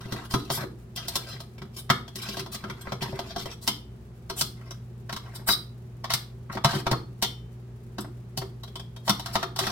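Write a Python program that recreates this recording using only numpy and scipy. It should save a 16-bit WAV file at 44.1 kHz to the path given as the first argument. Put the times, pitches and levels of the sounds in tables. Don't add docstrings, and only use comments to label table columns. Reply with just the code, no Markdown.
import sys
import numpy as np
from scipy import signal
from scipy.fft import rfft, irfft, next_fast_len
from scipy.io import wavfile
from scipy.ndimage import uniform_filter1d, map_coordinates

SR = 44100
rng = np.random.default_rng(int(sys.argv[2]) if len(sys.argv) > 2 else 0)


def file_out(sig):
    cols = np.atleast_2d(sig).T
    lim = np.clip(cols, -1, 1)
    pcm = np.round(lim * 32767).astype(np.int16)
    wavfile.write(sys.argv[1], SR, pcm)


N = 428211
TIME = np.arange(N) / SR
AGE = np.arange(SR * 2 // 5) / SR
BODY_AGE = AGE[:SR // 5]

# (time [s], strength [dB], hardness = treble over clack [dB],
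# weight = bass over clack [dB], clack pitch [Hz])
CONTACTS = [(0.122, -28.5, -3, -3.5, 1300), (0.339, -15, -10.5, -9, 825), (0.501, -18.5, -7.5, -13.5, 756),
            (0.575, -27, -23, -9, 900), (0.608, -32.5, -5, -5.5, 1190), (0.96, -47.5, 12, -5, 737),
            (1.082, -33, 6, -17, 684), (1.155, -24.5, 3.5, -13, 870), (1.403, -36, -2, -15, 795),
            (1.618, -34.5, -10, -3, 1290), (1.9, -6.5, -10.5, -18, 1490), (2.156, -41, 7.5, -1, 2035),
            (2.369, -28, -5, -11, 840), (2.461, -32.5, -9, -21, 740), (2.548, -34.5, 0, -11, 1720),
            (2.394, -30.5, -1, -8, 1611), (2.639, -26.5, -15, -11, 1060), (2.698, -29.5, -8.5, -9.5, 1710),
            (2.87, -27.5, -26, -11, 1340), (2.92, -22.5, -10.5, -8.5, 740), (3.02, -28.5, -7, -3.5, 714),
            (3.128, -32, -26, -0.5, 640), (3.19, -22, -9.5, -16.5, 664), (3.361, -21.5, -10.5, -14, 720),
            (3.457, -30, -7, -8, 700), (3.676, -19.5, 1.5, -14, 980), (4.298, -25.5, -4.5, -12.5, 1170),
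            (4.41, -23.5, 5, -12, 1282), (5.094, -26, -11, -26, 1030), (5.126, -28, -3.5, -13, 1200),
            (5.163, -28, -5, -16.5, 1120), (5.488, -13, -13, -19.5, 1400),
            (5.527, -33.5, -3.5, -15.5, 1700), (6.042, -23, -10.5, -36, 884),
            (6.103, -19.5, -5.5, -32, 1360), (6.136, -20.5, 2.5, -17.5, 1583),
            (6.498, -27, -29.5, -14, 930), (6.571, -21, -18, -20, 990), (6.645, -8, -8.5, -21.5, 955),
            (6.733, -23, -14, -10, 752), (6.866, -15, -12.5, -15, 1020), (6.913, -18, -5.5, -8.5, 724),
            (6.928, -17.5, -26, -16, 990), (7.224, -20.5, 1.5, -13.5, 990),
            (7.983, -25.5, -9.5, -7.5, 1103), (8.045, -35, -25, -14, 670), (8.374, -28.5, 2, -4.5, 710),
            (8.417, -28, -14, -8.5, 696), (9.078, -16.5, -8.5, -25, 678), (9.094, -12.5, -3, -23, 1000),
            (9.195, -29, -3.5, -23, 824), (9.259, -27.5, -3.5, -36, 1370), (9.354, -12, -10.5, -20.5, 1070),
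            (9.428, -17.5, -10.5, -20.5, 1310), (9.561, -29, -3, -20, 691), (9.589, -18, -2, -31, 850),
            (9.667, -20, -7, -16.5, 1335)]
# (frequency [Hz], relative level [dB], t60 [s])
HOB_MODES = [(128.3, 6, 0.12), (149.6, 0, 0.061), (211.3, -4, 0.08), (279.8, -6, 0.07), (385, -3, 0.12)]
# (frequency [Hz], relative level [dB], t60 [s])
PAN_MODES = [(690, -3, 0.11), (998, -6.5, 0.072), (1204, -8, 0.055), (1367, -10, 0.055), (1730, -6, 0.03),
             (2200, -1, 0.035)]
# (frequency [Hz], relative level [dB], t60 [s])
ARM_MODES = [(3220, 20, 0.077), (3750, 14, 0.051), (4003, 17.5, 0.15), (4200, 15.5, 0.05),
             (4750, 12, 0.046), (5350, 15, 0.06)]
# (frequency [Hz], relative level [dB], t60 [s])
TIP_MODES = [(7970, 6, 0.081), (9550, 2.5, 0.2)]
# (frequency [Hz], relative level [dB])
HOB_THUD = [(30, -59), (90, -4), (150, 2.5), (280, -5.5), (520, -10.5), (1200, -63)]
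PAN_CLACK = [(300, -31), (500, -6), (680, -0.5), (1250, -0.5), (1650, -2.5), (2100, -3.5), (2550, -11),
             (4000, -27.5)]
ARM_CLINK = [(1500, -25.5), (2000, -6), (2550, -7), (3150, 1.5), (4200, -0.5), (5600, 0.5), (6600, -9),
             (9000, -22.5)]
TIP_TICK = [(4000, -34), (6500, -6), (8200, 4), (10000, 0.5), (12000, 2), (16000, -3.5)]
THUD_DB, CLACK_DB, CLINK_DB, TICK_DB = 2, -9.5, -4.5, -9.5
EDGE_GROWS = 1.55
CLINK_HZ, HARDER_DB_PER_OCTAVE = 4330, 48.5
GRIP_DETUNE = .045
ROCK_S, ROCK_DB, ROCK_TOP_DB, ROCK_DULL_HZ = 0.035, -14, -45.5, 3543

# (start [s], end [s], pressure [dB], hardness = steel over pan [dB])
DRAGS = [(0, 0.262, -46, -5), (0.36, 0.492, -55, 4), (0.569, 0.645, -39, -13.5), (0.98, 1.405, -50, 2),
         (2.147, 2.413, -46.5, 6), (2.584, 2.957, -53, -5.5), (3.007, 3.063, -35.5, -3),
         (3.07, 3.339, -49, -2), (3.368, 3.538, -51, 6.5), (4.552, 4.748, -57.5, -7),
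         (5.22, 5.424, -50, -13.5), (6.096, 6.132, -39, 3), (6.509, 6.556, -42.5, -2),
         (6.653, 6.811, -36, -3), (9.214, 9.44, -53, 2), (9.591, 9.716, -39, 3)]
# (start [s], end [s], level [dB])
RASPS = [(0.287, 0.362, -41.5), (0.501, 0.577, -33), (1.724, 1.805, -44.5), (2.511, 2.558, -36.5),
         (2.806, 2.81, -42), (3.61, 3.668, -46.5), (4.354, 4.408, -34), (5.342, 5.369, -42.5),
         (5.461, 5.533, -25.5), (8, 8.006, -40.5), (9.026, 9.078, -50), (9.322, 9.349, -39)]
FRICTION_SHARES = [-11.5, -6, 0]
SHELL_SLIPS_PER_S, STEEL_SLIPS_PER_S = 380, 3700
DRAG_HZ = 1124
DRAG_HISS_DB = -8.5
RASP_HZ = 5500
RASP_PAN_DB, RASP_HISS_DB = -7.5, -0.5
SKID_S, SKID_DB, SKID_HARD_DB, SKID_HISS_DB = 0.027, 6, 7.5, -2

RATTLES_PER_S, RATTLE_DB, RATTLE_SPREAD_DB = 200, 2, 2.5
RATTLE_LOW_HZ, RATTLE_OCTAVES, RATTLE_T60 = 720, 2.8, 0.019
JOSTLES_PER_S, JOSTLE_DB, JOSTLE_SPREAD_DB = 11, -0.5, 6.5
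# (time [s], level [dB], frequency [Hz])
TAPS = [(0.309, -34.5, 5040), (1.581, -45, 2270), (2.079, -40.5, 3356), (4.708, -36.5, 5700),
        (8.634, -37, 4050), (8.677, -46, 3380), (8.756, -32.5, 3160), (8.796, -37.5, 3290),
        (8.963, -42, 3250)]
TAP_T60, TAP_KNOCK_DB = 0.039, 0
SHELL_SECOND_MODE, SHELL_SECOND_MODE_DB = 0.98, -3

# (time [s], level [dB])
RINGS = [(0.962, -48), (3.677, -45.5), (7.226, -40.5)]
# (frequency [Hz], relative level [dB], t60 [s])
FREE_MODES = [(2870, 1, 0.41), (3080, 1, 0.48), (3150, 2.5, 0.43), (3230, 15, 0.13), (3540, 6, 0.3),
              (5263, -5, 0.13), (5530, 0, 0.34)]
# (start [s], end [s], frequency [Hz], level [dB])
SQUEAKS = [(1.274, 1.357, 4050, -47), (5.48, 5.556, 3905, -25)]
# (pitch ratio, relative level [dB])
SQUEAK_UPPER = [(1.238, -4.5), (1.39, -10)]
SQUEAK_RING_DB, SQUEAK_T60 = -31, 0.55
# (time [s], level [dB], frequency [Hz])
BOOMS = [(0.339, -19.5, 252), (1.901, -20, 254), (2.921, -21.5, 134), (6.65, -12.5, 147), (6.922, -22, 145),
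         (9.094, -16.5, 199)]
BOOM_ATTACK_S, BOOM_T60 = 0.0013, 0.083
BOOM_OVERTONE, BOOM_OVERTONE_DB = 1.483, -10.5

# (frequency [Hz], rms level [dB])
MOTOR_LINES = [(59.2, -53), (104.3, -60.5), (172.3, -60.5), (226.1, -57.5), (360.7, -63.5)]
# (time [s], rms level [dB])
MAINS_BUZZ = [(4.2, -46.5), (4.6, -42.5)]
# (frequency [Hz], relative density [dB per Hz])
FAN_RUSH = [(25, -48), (55, -7.5), (125, -8.5), (200, -11), (300, -25), (385, -13.5), (480, -25),
            (1000, -33.5), (2400, -42.5), (16000, -57.5)]
# (time [s], lead of the right microphone [ms])
PLACE = [(3.4, -0.043), (4.3, 0.096)]
# (frequency [Hz], t60 [s])
KITCHEN_T60 = [(100, 0.76), (800, 0.33), (14000, 0.26)]
TOP_HZ = 16100


def knocks(*parts):
    out = np.zeros(N)
    rock_filter = signal.butter(1, ROCK_DULL_HZ, fs=SR)
    for s, db, hard_db, weight_db, clack_hz in CONTACTS:
        blow = knock(parts, db, hard_db, weight_db, clack_hz)
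        soft = signal.lfilter(*rock_filter, blow)
        rock_db = min(ROCK_DB, ROCK_TOP_DB - db)
        add(out, s, blow)
        add(out, s - rng.uniform(.003, .008), amp(-19) * blow)
        add(out, s + ROCK_S * rng.uniform(.85, 1.15), amp(rock_db) * soft)
    return out


def knock(parts, db, hard_db, weight_db, clack_hz):
    hob, pan, arms, tips = parts
    clink_hz = CLINK_HZ * 2 ** (hard_db / HARDER_DB_PER_OCTAVE)
    thud = strike(hob(), chatter_t60=0.016)
    clack = strike(favour(pan(), clack_hz, width=0.4), chatter_t60=0.019)
    clink = strike(favour(arms(), clink_hz, width=0.52), chatter_t60=0.035)
    tick = strike(tips(), chatter_t60=0.023)
    return amp(db) * (amp(THUD_DB + weight_db) * thud + amp(CLACK_DB) * clack
                      + amp(CLINK_DB + hard_db) * clink + amp(TICK_DB + EDGE_GROWS * hard_db) * tick)


def strike(response, chatter_t60):
    t = AGE[:SR // 20]
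    force = rng.standard_normal(len(t)) * amp(-60 * t / chatter_t60)
    force[SR // 1000] += np.linalg.norm(force)
    force = even(force, size=25) * amp(-40 * t / t[-1])
    x = signal.fftconvolve(force, response)
    return x / np.sqrt(np.mean(x[:SR // 50] ** 2))


def body(spectrum, modes, modes_db, detune=0):
    dull = damped(spectrum)[:len(BODY_AGE)]
    pitches = np.array([hz for hz, db, t60 in modes])
    fades = np.array([amp(db - 60 * BODY_AGE / t60) for hz, db, t60 in modes])

    def response(spread_db=5.0):
        hz = pitches * np.exp(detune * rng.standard_normal(len(modes)))
        partials = fades * np.sin(np.outer(2 * np.pi * hz, BODY_AGE).astype(np.float32))
        signs = rng.choice([-1, 1], len(modes))
        weights = amp(spread_db * rng.standard_normal(len(modes))) * signs
        ring = np.sum(weights[:, None] * partials, axis=0)
        return dull + amp(modes_db) * ring / np.sqrt(np.sum(ring ** 2))
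    return response


def damped(spectrum):
    size = len(AGE)
    cepstrum = irfft(np.log(amp(along(spectrum, np.fft.rfftfreq(size, 1 / SR)))), size)
    cepstrum[1:size // 2] *= 2
    cepstrum[size // 2 + 1:] = 0
    h = irfft(np.exp(rfft(cepstrum)), size)
    return h / np.linalg.norm(h)


def favour(response, hz, width):
    hz, ratio = np.clip(hz, 500, 6500), 1 + np.clip(width, .1, 2)
    return signal.lfilter(*signal.butter(1, (hz / ratio, hz * ratio), "band", fs=SR), response)


def scrapes(pan, arms, tips):
    out = np.zeros(N)
    for start, end, slips_per_s, steel_hz, *levels in strokes():
        force = drag(end - start, slips_per_s, slip_db=8.5, grit_db=-10, uneven_db=4.0, edge_s=0.012)
        pan_push = unit(favour(force, DRAG_HZ, width=0.8))
        arm_push = unit(favour(force, steel_hz, width=0.9))
        pushes = pan_push, arm_push, force
        for push, part, db, share_db in zip(pushes, (pan, arms, tips), levels, FRICTION_SHARES):
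            point = 1.42 * wobble(30, len(force))
            grip = amp(db + share_db) * unit(amp(3.2 * wobble(25, len(force))))
            for share in (np.cos(point), np.sin(point)):
                spot = even(rng.standard_normal(SR // 200), size=31)
                local_force = np.convolve(push * grip * share, spot)
                add(out, start, signal.fftconvolve(local_force, part()))
    return wander(out, depth_db=2.0)


def strokes():
    slides = []
    for s, db in RINGS:
        pan_db = db + SKID_DB
        slides.append((s, s + SKID_S, STEEL_SLIPS_PER_S, CLINK_HZ,
                       pan_db, pan_db + SKID_HARD_DB, db + SKID_HISS_DB))
    for start, end, db, hard_db in DRAGS:
        steel_db = db + hard_db
        slides.append((start, end, SHELL_SLIPS_PER_S, CLINK_HZ, db, steel_db, steel_db + DRAG_HISS_DB))
    for start, end, db in RASPS:
        slides.append((start, end, STEEL_SLIPS_PER_S, RASP_HZ, db + RASP_PAN_DB, db, db + RASP_HISS_DB))
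    return slides


def drag(length, slips_per_s, slip_db, grit_db, uneven_db, edge_s):
    size = max(int(length * SR), SR // 100)
    t = np.arange(size) / SR
    happens = rng.random(size) < slips_per_s / SR
    slips = happens * rng.choice([-1, 1], size) * amp(slip_db * rng.standard_normal(size))
    rub = unit(slips) + amp(grit_db) * rng.standard_normal(size)
    edges = np.clip(np.minimum(t, t[::-1]) / edge_s, 0, 1)
    return unit(rub * amp(uneven_db * wobble(42.3, size)) * edges)


def wander(x, depth_db):
    z = signal.stft(x, nperseg=256)[2]
    field = uniform_filter1d(rng.standard_normal(z.shape), size=4, axis=0)
    field = uniform_filter1d(field, size=10, axis=1)
    return signal.istft(z * amp(depth_db * unit(field)), nperseg=256)[1][:N]


def rattles():
    out = np.zeros(N)
    for start, end, db, hard_db in DRAGS:
        count = int((end - start) * RATTLES_PER_S)
        for place, pitch in rng.random((count, 2)):
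            strength = db + RATTLE_DB + hard_db * pitch + rng.normal(0, RATTLE_SPREAD_DB)
            click = chink(RATTLE_LOW_HZ * 2 ** (RATTLE_OCTAVES * pitch), RATTLE_T60)
            add(out, start + place * (end - start), amp(strength) * click)
    return out


def chink(hz, t60):
    t = AGE[:SR // 10]
    phase = 2 * np.pi * hz * t
    modes = np.sin(phase) + amp(SHELL_SECOND_MODE_DB) * np.sin(SHELL_SECOND_MODE * phase)
    crack = unit(favour(rng.standard_normal(len(t)), hz, width=1))
    return modes * amp(-60 * t / t60) + crack * amp(-60 * t / 0.0068)


def jostles(*parts):
    out = np.zeros(N)
    for start, end, db, hard_db in DRAGS:
        count = int(round((end - start) * JOSTLES_PER_S))
        for place, size, pitch in rng.random((count, 3)):
            strength = db + JOSTLE_DB + JOSTLE_SPREAD_DB * (2 * size - 1)
            bump = knock(parts, strength, hard_db - 3, weight_db=2.5, clack_hz=750 * 2 ** (1.3 * pitch))
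            add(out, start + place * (end - start), bump)
    return out


def taps(*parts):
    out = np.zeros(N)
    for s, db, hz in TAPS:
        add(out, s, amp(db) * chink(hz, TAP_T60))
        add(out, s, knock(parts, db + TAP_KNOCK_DB, hard_db=-4.5, weight_db=-14, clack_hz=920))
    return out


def rings():
    out = np.zeros(N)
    for s, db in RINGS:
        ring = np.zeros(len(AGE))
        for hz, level, t60 in FREE_MODES:
            fade = amp(level + rng.normal(0, 1.3) - 60 * AGE / t60)
            ring += fade * np.sin(2 * np.pi * hz * AGE)
        add(out, s, amp(db) * ring * amp(wobble(40, len(AGE))))
    return out


def squeaks():
    out = np.zeros(N)
    for start, end, hz, db in SQUEAKS:
        size = max(int((end - start) * SR), SR // 100)
        for ratio, mode_db in [(1, 0)] + SQUEAK_UPPER:
            pitch = hz * ratio * (1 + 0.013 * wobble(319, size))
            phase = 2 * np.pi * np.cumsum(pitch) / SR
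            add(out, start, amp(db + mode_db) * unit(np.sqrt(np.hanning(size)) * np.sin(phase)))
        fade = amp(db + SQUEAK_RING_DB - 60 * AGE / SQUEAK_T60)
        add(out, (start + end) / 2, fade * np.sin(2 * np.pi * hz * AGE))
    return out


def booms():
    out = np.zeros(N)
    shape = (1 - np.exp(-AGE / BOOM_ATTACK_S)) * amp(-60 * AGE / BOOM_T60)
    for s, db, hz in BOOMS:
        phase = 2 * np.pi * hz * AGE
        modes = np.sin(phase) + amp(BOOM_OVERTONE_DB) * np.sin(BOOM_OVERTONE * phase)
        add(out, s, amp(db) * shape * modes)
    return out


def simmer(level_db, pops_per_s):
    pops = (rng.random(N) < pops_per_s / SR) * rng.standard_normal(N)
    colour = [(400, -28.5), (1200, -4.5), (5000, -4), (15000, -4.5)]  # (Hz, dB)
    return amp(level_db) * unit(filtered(pops, lambda hz: amp(along(colour, hz))))


def stove(air_db, width_db):
    def tone(hz, drift):
        phase = 2 * np.pi * (hz * TIME + rng.random()) + drift * wobble(2.7, N)
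        return np.sqrt(2) * np.sin(phase)

    buzz = amp(np.interp(TIME, *np.transpose(MAINS_BUZZ))) * tone(120.3, drift=0.2)
    motors = sum(amp(db) * tone(hz, drift=0.29) for hz, db in MOTOR_LINES)
    mid, side = filtered(rng.standard_normal((2, N)), lambda hz: amp(along(FAN_RUSH, hz)))
    spread = [(120, -19), (400, -10.5), (1500, -3)]  # (Hz, dB before width_db)
    side = filtered(side, lambda hz: amp(width_db + along(spread, hz)))
    return buzz + motors + amp(air_db) * unit(np.array([mid + side, mid - side]))


def kitchen(x, near_db, near_t60, room_db):
    lag = np.interp(TIME, *np.transpose(PLACE)) * SR / 1000
    direct = np.array([map_coordinates(x, [np.arange(N) + sign * lag / 2], order=3) for sign in (-1, 1)])
    noise = rng.standard_normal((2, len(AGE)))
    hz, t, z = signal.stft(noise, SR, nperseg=256)
    fade = amp(-60 * t / along(KITCHEN_T60, hz)[:, None])
    tail = signal.istft(z * fade, SR, nperseg=256)[1][:, :len(AGE)] * (AGE > .007)
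    near = noise[:, ::-1] * amp(-60 * AGE / near_t60) * (AGE > .001)
    near_part = amp(near_db) * near / np.linalg.norm(near[0])
    mid, side = near_part + amp(room_db) * tail / np.linalg.norm(tail[0])
    spread = [(120, -27.5), (400, -6.0), (1000, -3.0), (3000, 1.5)]  # (Hz, dB)
    side = irfft(rfft(side) * amp(along(spread, np.fft.rfftfreq(len(AGE), 1 / SR))), len(AGE))
    mid[0] += 1
    closing = np.clip((AGE[-1] - AGE) / .1 - 1, 0, 1)
    ears = even(np.array([mid + side, mid - side]), size=51) * closing
    return signal.fftconvolve(direct, ears, axes=1)[:, :N]


def amp(db):
    return 10 ** (np.asarray(db) / 20)


def unit(x):
    return x / np.sqrt(np.mean(x ** 2) + 1e-20)


def along(points, hz):
    f, v = np.transpose(points)
    return np.interp(np.log(hz + 1), np.log(f), v)


def wobble(rate, size):
    steps = np.arange(0, size * rate / SR + 1, 1 / 8)
    curve = map_coordinates(rng.standard_normal(int(size * rate / SR) + 4), [steps])
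    return np.interp(np.arange(size) * rate / SR, steps, curve)


def filtered(x, response):
    m = next_fast_len(N + SR // 2)
    return irfft(rfft(x, m) * response(np.fft.rfftfreq(m, 1 / SR)), m)[..., :N]


def even(x, size):
    z = rfft(x)
    power = np.abs(uniform_filter1d(np.abs(z) ** 2, size))
    return irfft(z / np.sqrt(power + 1e-20), x.shape[-1])


def add(track, s, x):
    part = track[max(round(s * SR), 0):][:len(x)]
    part += x[:len(part)]


def scene():
    hob = body(HOB_THUD, HOB_MODES, modes_db=0.5)
    pan = body(PAN_CLACK, PAN_MODES, modes_db=-6, detune=0.04)
    arms = body(ARM_CLINK, ARM_MODES, modes_db=-7, detune=GRIP_DETUNE)
    tips = body(TIP_TICK, TIP_MODES, modes_db=-20.0, detune=GRIP_DETUNE)
    parts = hob, pan, arms, tips
    cooking = knocks(*parts) + scrapes(pan, arms, tips)
    cooking += rattles() + jostles(*parts) + taps(*parts)
    cooking += rings() + squeaks() + booms()
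    cooking += simmer(level_db=-70.0, pops_per_s=130)
    heard = kitchen(cooking, near_db=2.5, near_t60=0.058, room_db=-8.0)
    # (Hz, dB left over right)
    openness = [(1000, 0.51), (4000, 1.9), (8000, 1.1)]
    heard = filtered(heard, lambda hz: amp(np.outer([.5, -.5], along(openness, hz))))
    return heard + stove(air_db=-48.5, width_db=3.0)


def record(dry):
    return filtered(dry, lambda hz: np.clip((TOP_HZ - hz) / 300 + .5, 0, 1))


dry = scene()
out = record(dry)
file_out(out)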